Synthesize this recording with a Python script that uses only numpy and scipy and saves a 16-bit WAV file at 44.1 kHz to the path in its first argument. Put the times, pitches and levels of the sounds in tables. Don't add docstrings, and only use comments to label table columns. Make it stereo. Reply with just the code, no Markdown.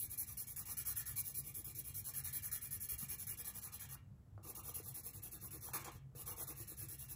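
import sys
import numpy as np
from scipy import signal
from scipy.fft import rfft, irfft, next_fast_len
from scipy.io import wavfile
from scipy.ndimage import uniform_filter1d

SR = 44100
rng = np.random.default_rng(int(sys.argv[2]) if len(sys.argv) > 2 else 0)


def persist_wave(psi):
    counts = np.round(np.clip(psi, -1, 1) * 32767).astype(np.int16)
    wavfile.write(sys.argv[1], SR, np.atleast_2d(counts).T)


def rack_gain(trim_db):
    fader = np.asarray(trim_db, float)
    return 10 ** (fader / 20)


N = 315495
T = np.arange(N) / SR
SIZE = next_fast_len(N, True)
HZ = np.fft.rfftfreq(SIZE, 1 / SR)
SPLIT_HZ = 8000

# [t/s, dull rub level/dB, lift of freer card modes/dB]
GRIP = [(0, -64.5, 0), (.5, -79, -3), (.68, -66, 1.5), (1.05, -78, 8), (1.2, -74, -6), (1.5, -61.5, -5.5),
        (1.9, -65.5, 1), (2.2, -74, 3.5), (2.5, -75, 7), (3.05, -67.5, 3), (3.9, -80, 4),
        (4.4, -63.5, -7.5), (4.8, -73, -4), (5.4, -63, 0.5), (5.8, -65, 3.5), (6.3, -67, -4.5),
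        (6.6, -61, 3.5), (7.1, -71.5, 0.5)]


def evened(x):
    return x / np.sqrt(np.mean(x ** 2) + 1e-20)


def smoothed(x, **window):
    return uniform_filter1d(uniform_filter1d(x, **window), **window)


def read(points, hz):
    f, value = np.transpose(points)
    return np.interp(np.log(hz + 1), np.log(f + 1), value, left=value[0], right=value[-1])


def filtered(x, gain):
    return irfft(rfft(x, SIZE) * gain, SIZE)[..., :N]


def coloured(x, points):
    inside = (HZ > points[0][0]) * (HZ < points[-1][0])
    return evened(filtered(x, rack_gain(read(points, HZ)) * inside))


def ringing(x, modes):
    response = 0
    for hz, width_hz, db in modes:
        response = response + rack_gain(db) / (1 + 1j * (HZ - hz) / (width_hz * 0.92)) ** 2
    return evened(filtered(x, response))


def wander(count):
    return evened(smoothed(rng.standard_normal(N), size=count))


def lead():
    # [f/Hz, phase/rad]
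    port_phase = [(0, 0), (1200, .7), (2100, 2.6), (3100, 3.1), (4300, 5.4), (5700, 6.9), (7600, 6.6),
                  (8000, 5.2), (9400, 3.14), (11350, 0), (13300, -3.14), (15200, -6.28), (17000, -9)]
    f, radians = np.transpose(port_phase)
    return np.exp(1j * np.interp(HZ, f, radians))


def paired(pair, table, turn=1):
    alike = np.clip(read(table, HZ), 0, 1)
    own = np.sqrt(1 - alike ** 2)
    right = filtered(pair[0], alike * turn) + filtered(pair[1], own * turn)
    return np.array([pair[0], right])


def air():
    # [f/Hz, density/(dB per Hz)]
    air_spectrum = [(35, -22), (64, -10), (90, -10.5), (133, -10), (160, -17.5), (200, -18.5), (360, -32),
                    (700, -37), (1400, -43), (2500, -50), (4500, -54), (7500, -53.5), (9500, -53),
                    (12000, -54), (15800, -58)]
    # [f/Hz, share up to 1, below 0 counts as 0]
    air_alike = [(60, 0.73), (240, 0.93), (950, 0.56), (3770, -0.28), (15000, 1)]
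    return rack_gain(-62) * paired(coloured(rng.standard_normal((2, N)), air_spectrum), air_alike)


def hum():
    # [f/Hz, width/Hz, rms level/dB, throb depth 0-1]
    motor_lines = [(65, 10.8, -67.5, 0.14), (100.8, 10.6, -63.5, 0.37), (134.1, 7.2, -64, 0.37),
                   (191.3, 2.7, -79, 0.96)]
    throb_hz, throb_s = 3.7, 0.069
    throb = np.cos(2 * np.pi * throb_hz * (T - throb_s))
    total = np.zeros((2, N))
    for hz, width_hz, db, depth in motor_lines:
        line = ringing(rng.standard_normal((2, N)), [(hz, width_hz, 0)])
        total += rack_gain(db) * line * (1 + depth * throb)
    mid, side = total
    return np.array([mid + 0.26 * side, mid - 0.26 * side])


def room(x):
    # [f/Hz, t60/s]
    decay = [(300, 0.062), (2000, 0.33), (6000, 0.17), (14000, 0.14)]
    hz, t, z = signal.stft(rng.standard_normal((2, SR // 3)), SR, nperseg=128)
    fade_db = -60 * t / read(decay, hz)[:, None]
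    tail = signal.istft(z * rack_gain(fade_db), SR, nperseg=128)[1]
    tail = np.pad(tail, ((0, 0), (130, 0))) / np.linalg.norm(tail[0])
    dull_db = read([(1000, 6.0), (5000, 0), (14000, -12.0)], HZ)
    return filtered(x, rfft(tail, SIZE) * rack_gain(dull_db))


def taps():
    # [t/s, peak level/dB, f/Hz, t60/s]
    tap_events = [(3.955, -53, 1480, 0.0094), (4.378, -39.5, 615, 0.009), (4.396, -58, 352, 0.028),
                  (4.80, -47, 426, 0.056), (5.687, -46, 900, 0.023), (6.15, -50, 460, 0.03),
                  (2.92, -43.5, 65, 0.21), (3.028, -41, 183.6, 0.04), (3.07, -56, 65, 0.28),
                  (5.954, -34.5, 108, 0.019), (6.159, -47, 101, 0.1), (5.535, -56.5, 328, 0.094),
                  (6.6, -53.5, 352, 0.11), (6.83, -56.5, 330, 0.086)]
    out, t = np.zeros(N + SR), T[:SR // 3]
    puffs = smoothed(rng.standard_normal((len(tap_events), len(t))), size=14)
    for (start_s, db, hz, t60_s), puff in zip(tap_events, puffs):
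        ring = np.sin(2 * np.pi * hz * t) + 3.0 * hz / 1000 * puff
        attack = np.minimum(t * hz * 2, 1)
        out[round(start_s * SR):][:len(t)] += rack_gain(db - 60 * t / t60_s) * ring * attack
    return out[:N]


def strokes():
    # [start/s, rasp level/dB, fastest point 0-1, card ring level/dB]
    out_strokes = [(-0.008, -40, 0, -75.5), (0.176, -38, 0.13, -73), (0.37, -42, 0, -72.5),
                   (0.561, -41.5, 0, -68), (0.769, -38, 0, -75), (0.956, -39, 0.3, -74),
                   (1.159, -35.5, 0.78, -67), (1.343, -38.5, 0.63, -73), (1.541, -43, 0.18, -74.5),
                   (1.748, -42, 0.73, -75), (1.941, -41, 0.5, -77), (2.137, -40.5, 0.67, -67.5),
                   (2.327, -38.5, 0.4, -67), (2.514, -38.5, 0, -71.5), (2.707, -41.5, 0.1, -75),
                   (2.887, -39.5, 0, -71.5), (3.084, -41, .14, -69), (3.268, -42, 0, -68),
                   (3.445, -42.5, 0.37, -67), (3.615, -47, 0.3, -64.5), (3.794, -48.5, 0, -65.5)]
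    back_strokes = [(0.095, -43.5, 0.54, -72), (0.265, -46.5, 0.24, -72), (0.468, -45.5, 0.075, -73),
                    (0.655, -42, .7, -63), (0.85, -38, 0.32, -65), (1.056, -42.5, 0.17, -69),
                    (1.238, -42, 0.47, -69.5), (1.436, -46.5, 0.53, -69), (1.642, -45.5, 0.067, -69),
                    (1.839, -45, 0.42, -72), (2.042, -41.5, 0.48, -67.5), (2.237, -40.5, 0.31, -66),
                    (2.421, -41, 0.48, -70.5), (2.611, -43.5, 0.16, -76), (2.799, -41.5, .4, -74.5),
                    (2.979, -42, 0.18, -67.5), (3.181, -42.5, 0.31, -71.5), (3.372, -44.5, 0.52, -64.5),
                    (3.537, -45.5, 0.76, -65), (3.719, -47, 0.34, -63.5), (3.888, -47.5, 0.86, -67)]
    rim_out = [(4.547, -47.5, .05, -60.5), (4.739, -43, 0.22, -64), (4.94, -45.5, 0.14, -67.5),
               (5.131, -52.5, .05, -68.5), (5.312, -48, 0.15, -68.5), (5.506, -48, .05, -69),
               (5.733, -40, 0, -46.5), (6.256, -44, 0.2, -57), (6.468, -45.5, 0.2, -60.5),
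               (6.67, -47, 0.24, -72.5), (6.884, -47, 0.02, -74), (7.083, -44.5, 0.54, -73)]
    rim_back = [(4.43, -47.5, .75, -60), (4.631, -44.5, .67, -59.5), (4.826, -45.5, 0.68, -68),
                (5.031, -45, 0.35, -68.5), (5.218, -47.5, 0.31, -72.5), (5.4, -46.5, .65, -69),
                (5.606, -46, 0.34, -65.5), (6.151, -46, 0.76, -65.5), (6.363, -43, 0.72, -58),
                (6.552, -46.5, 0.55, -71.5), (6.766, -44.5, 0.47, -70.5), (6.98, -47.5, 0.26, -73)]
    drag = [
        (5.795, -56.5, 0.086, -58),
        (5.845, -58, 0.51, -51.5),
        (5.918, -63, 0.12, -71),
    ]
    # [drop at breakaway/dB, extra finger rub/dB, moving share of time to next stroke, rim flap/dB]
    out_feel = (7.5, 2.2, 0.82, -17.5)
    back_feel = (10.5, -4.5, 0.87, -9.5)
    rim_out_feel = (13, 1, 0.87, -9)
    rim_back_feel = (16, -2, 0.8861, -5.5)
    drag_feel = (-11, -2.5, 0.84, -12)
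    kinds = [(out_strokes, out_feel), (back_strokes, back_feel), (rim_out, rim_out_feel),
             (rim_back, rim_back_feel), (drag, drag_feel)]
    rows = sorted(tuple(row) + tuple(feel) for table, feel in kinds for row in table)
    start, rasp_db, top, ring_db, start_db, finger_db, moving, flap_db = np.transpose(rows)

    pause_s, last_s = 0.2, 0.072
    gap = np.diff(start, append=N)
    length = np.where(gap < pause_s, moving * gap, last_s)

    grip_s, rub_db, free_db = np.transpose(GRIP)
    flex_db = -62 + 0.3 * (rasp_db + 44) + 0.37 * (ring_db + 65.5) - 0.14 * (flap_db + 8.5)
    levels = dict(rasp=rasp_db, ring=ring_db, hard=-49.5 + 1.8 * (ring_db + 46), flap=ring_db + flap_db,
                  flex=flex_db + 0.27 * np.interp(start, grip_s, free_db),
                  rub=np.interp(start, grip_s, rub_db) + finger_db + 0.53 * (ring_db + 62.5))
    return start, length, np.clip(top, .02, .95), start_db, levels


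def pressure(layer, follow, rise_s):
    power = np.zeros(N)
    *shape, levels = strokes()
    for start, length, top, start_db, db in zip(*shape, levels[layer]):
        span = slice(max(round((start - .03) * SR), 0), round((start + 2.6 * length) * SR))
        u = (T[span] - start) / length
        stop = 1 + 3.85 * (1 - top) ** 2
        rising = start_db * np.clip((top - u) / top, 0, 1.3) ** 2
        slowing = 20 * np.clip((u - top) / (1 - top), 0, 3) ** stop
        breakaway = 1 / (1 + np.exp(np.minimum((start - T[span]) / rise_s, 60)))
        power[span] += (rack_gain(db - follow * (rising + slowing)) * breakaway) ** 2
    return np.sqrt(power)


def bowing(layer, rest_db):
    bow_at, bow_width = 0.54, 0.35
    start, length, *_, levels = strokes()
    coarse = T[::64, None]
    off = (coarse - start) / length - bow_at
    swell = rack_gain(rest_db) + np.exp(-abs(off / bow_width) ** 3)
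    bumps = rack_gain(levels[layer]) * swell * (abs(off) < .9)
    return np.interp(T, coarse[:, 0], np.sqrt(np.sum(bumps ** 2, 1)))


def grit(per_s, spread_db):
    size_db = spread_db * np.minimum(rng.exponential(1, (2, N)), 4)
    size = rack_gain(size_db) * rng.standard_normal((2, N))
    return size * (rng.random((2, N)) < per_s / SR)


def patchy(pair, depth_db):
    hz, t, z = signal.stft(pair, SR, nperseg=512, noverlap=384)
    field = rng.standard_normal(z.shape[1:])
    field = evened(uniform_filter1d(uniform_filter1d(field, size=2, axis=0), size=14, axis=1))
    gain = rack_gain(read(depth_db, hz)[:, None] * field)
    gain = gain / np.sqrt(np.mean(gain ** 2, 1, keepdims=True))
    return signal.istft(z * gain, SR, nperseg=512, noverlap=384)[1][:, :N]


def marker():
    # [f/Hz, density/(dB per Hz)]
    rasp_spectrum = [(7000, -61), (8200, -19), (9200, -9.5), (10300, -7), (11000, -2.5), (11700, -8),
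                     (12500, -3), (13100, -2), (13700, -19), (14800, 0), (15700, -19.5)]
    scrape_spectrum = [(2800, -26), (3400, -17.5), (4100, -2.5), (4700, -9.5), (5500, -1), (6300, -1),
                       (7600, -1), (8400, 0.5), (9500, 4)]
    # [f/Hz, width/Hz, level/dB]
    low_modes = [(560, 190, 2), (859, 78, 11), (900, 51, 8.5), (1056, 113, 12.5), (1159, 52, 13.5)]
    high_modes = [(2360, 230, -1.5), (2364, 104, 4.5), (2816, 135, 1), (3148, 680, 0)]
    turned_modes = [(2374, 150, -3.5), (2760, 270, 0), (3173, 660, -3)]
    free_modes = [(1460, 160, -3), (1680, 108, -1.5), (1798, 136, 3.5)]
    rub_modes = [(319, 68, -1.1), (393.3, 90, -0.87)]
    rim_modes = [(468, 72, 3), (658, 109, -0.9)]
    hard_modes = [(1200, 350, -4.5), (1630, 350, -3), (2220, 270, 0)]
    turn_s = 4.2
    grip_s, _, free_db = np.transpose(GRIP)

    flutter = evened(rack_gain(0.76 * wander(count=40) + 1.4 * wander(count=350)))
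    flexing = pressure("flex", 0.61, 0.00047)
    rasp = coloured(grit(22000, 1.1), rasp_spectrum) * pressure("rasp", 1, 0.0017) * rack_gain(-0.4) * flutter
    scraping = np.hypot(pressure("rasp", 0.53, 0.0016) * rack_gain(-14.5), flexing * rack_gain(3.0))
    scrape = coloured(grit(20000, 2.14), scrape_spectrum) * scraping
    fibres = grit(9000, 1.03)
    high = np.where(T < turn_s, ringing(fibres, high_modes), ringing(fibres, turned_modes))
    high = high * flexing * rack_gain(-0.3)
    free = ringing(grit(9000, 5.0), free_modes) * flexing * rack_gain(np.interp(T, grip_s, free_db) - 9.5)
    low = ringing(grit(4000, 4.2), low_modes) * bowing("ring", rest_db=-13.5)
    low = low * rack_gain(-6.0 + 0.97 * wander(count=500))
    rub = ringing(grit(1500, 2.47), rub_modes) * bowing("rub", rest_db=-23) * rack_gain(0.85 * wander(count=700))
    flap = ringing(grit(3000, 7.9), rim_modes) * bowing("flap", rest_db=-25.5)
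    hard = ringing(grit(7000, 5.5), hard_modes) * pressure("hard", 0.73, 0.0018)
    travelling = patchy(scrape + high + free + low, [(500, 2.9), (2500, 3.8), (5000, 3.2), (9000, 3.9)])
    return rasp + rub + hard + flap + travelling


def at_ports(pair):
    # [f/Hz, share 0-1]
    port_alike = [(300, 1), (1200, 0.96), (2000, 0.84), (2600, 0.32), (3100, 0.61), (3500, 0.14),
                  (4600, 0.31), (5500, 0.28), (7300, 0.6), (7900, 0.1), (8100, 0.02)]
    left, right = paired(pair, port_alike, lead())
    right_db = read([(300, -3.1), (600, 1.7), (1400, 3.75), (3500, -0.014)], HZ)
    return np.array([left, filtered(right, rack_gain(right_db))])


def scene():
    near = marker()
    knocks = taps()
    return at_ports(near) + knocks + rack_gain(-6.5) * room(near[0] + knocks) + hum() + air()


def one_port_treble(pair, alike):
    treble, inside = HZ > SPLIT_HZ, HZ < 15800
    own = np.where(treble, np.sqrt(1 - alike ** 2), 1)
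    right = filtered(pair[0], alike * lead() * treble * inside) + filtered(pair[1], own * inside)
    return np.array([filtered(pair[0], inside), right])


def starved(pair):
    # [f/Hz, margin/dB]
    drop_margin = [(400, 30), (1000, 13), (1500, 8), (2400, 8.5), (3300, 5), (4700, 2.5), (6200, 4.5),
                   (7600, 4), (8300, 11), (14000, 12), (15200, 11)]
    # [t/s, margin given up/dB]
    facing = [(0, 9), (.55, 8), (.8, 0), (3.9, 1), (4.4, 7), (5.7, 8), (6.1, 6), (6.6, 8)]
    lead_samples = 603
    window = signal.windows.kaiser_bessel_derived(2048, 4 * np.pi)
    both = np.pad([pair[0] + pair[1], pair[0] - pair[1]], ((0, 0), (lead_samples, 0))) / 2
    hz, t, z = signal.stft(both, SR, window, nperseg=2048)
    bands = z[:, :1024].reshape(2, 64, 16, -1)
    centre = hz[8:1024:16, None, None]
    power = np.mean(abs(bands) ** 2, 2, keepdims=True) + 1e-30
    power = abs(uniform_filter1d(power, size=2, axis=3))

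    chance = uniform_filter1d(rng.standard_normal(power.shape), size=2, axis=3)
    chance = uniform_filter1d(chance, size=2, axis=1)
    whim_db = read([(5000, 3.5), (9000, 2.2)], centre) * evened(chance)
    facing_db = np.interp(t, *np.transpose(facing)) * np.exp(-((centre - 3050) / 400) ** 2)
    margin_db = np.maximum(read(drop_margin, centre) + whim_db - facing_db, 1)
    keep = power[::-1] < power * rack_gain(2 * margin_db)

    loudest = power[:, 24:].max((0, 1), keepdims=True)
    keep |= (loudest < loudest.max() / rack_gain(2 * 27)) & (centre < SPLIT_HZ)
    masked = (power < loudest / rack_gain(2 * (27 + whim_db))) & (centre > 3300) & (centre < 5600)
    sparse = abs(bands) ** 2 < loudest / rack_gain(2 * (25 + whim_db))
    sparse = sparse & (centre > 2500) & (centre < 7800)
    z[:, :1024] = (bands * (keep & ~masked & ~sparse)).reshape(2, 1024, -1)
    mid, side = signal.istft(z, SR, window, nperseg=2048)[1][:, lead_samples:lead_samples + N]
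    return np.array([mid + side, mid - side])


def top_cut(x):
    return signal.sosfilt(signal.butter(12, 16930, fs=SR, output="sos"), x)


def record(dry):
    mix = starved(one_port_treble(dry, alike=np.tanh(2.1)))
    return top_cut(mix)


dry = scene()
out = record(dry)
persist_wave(out)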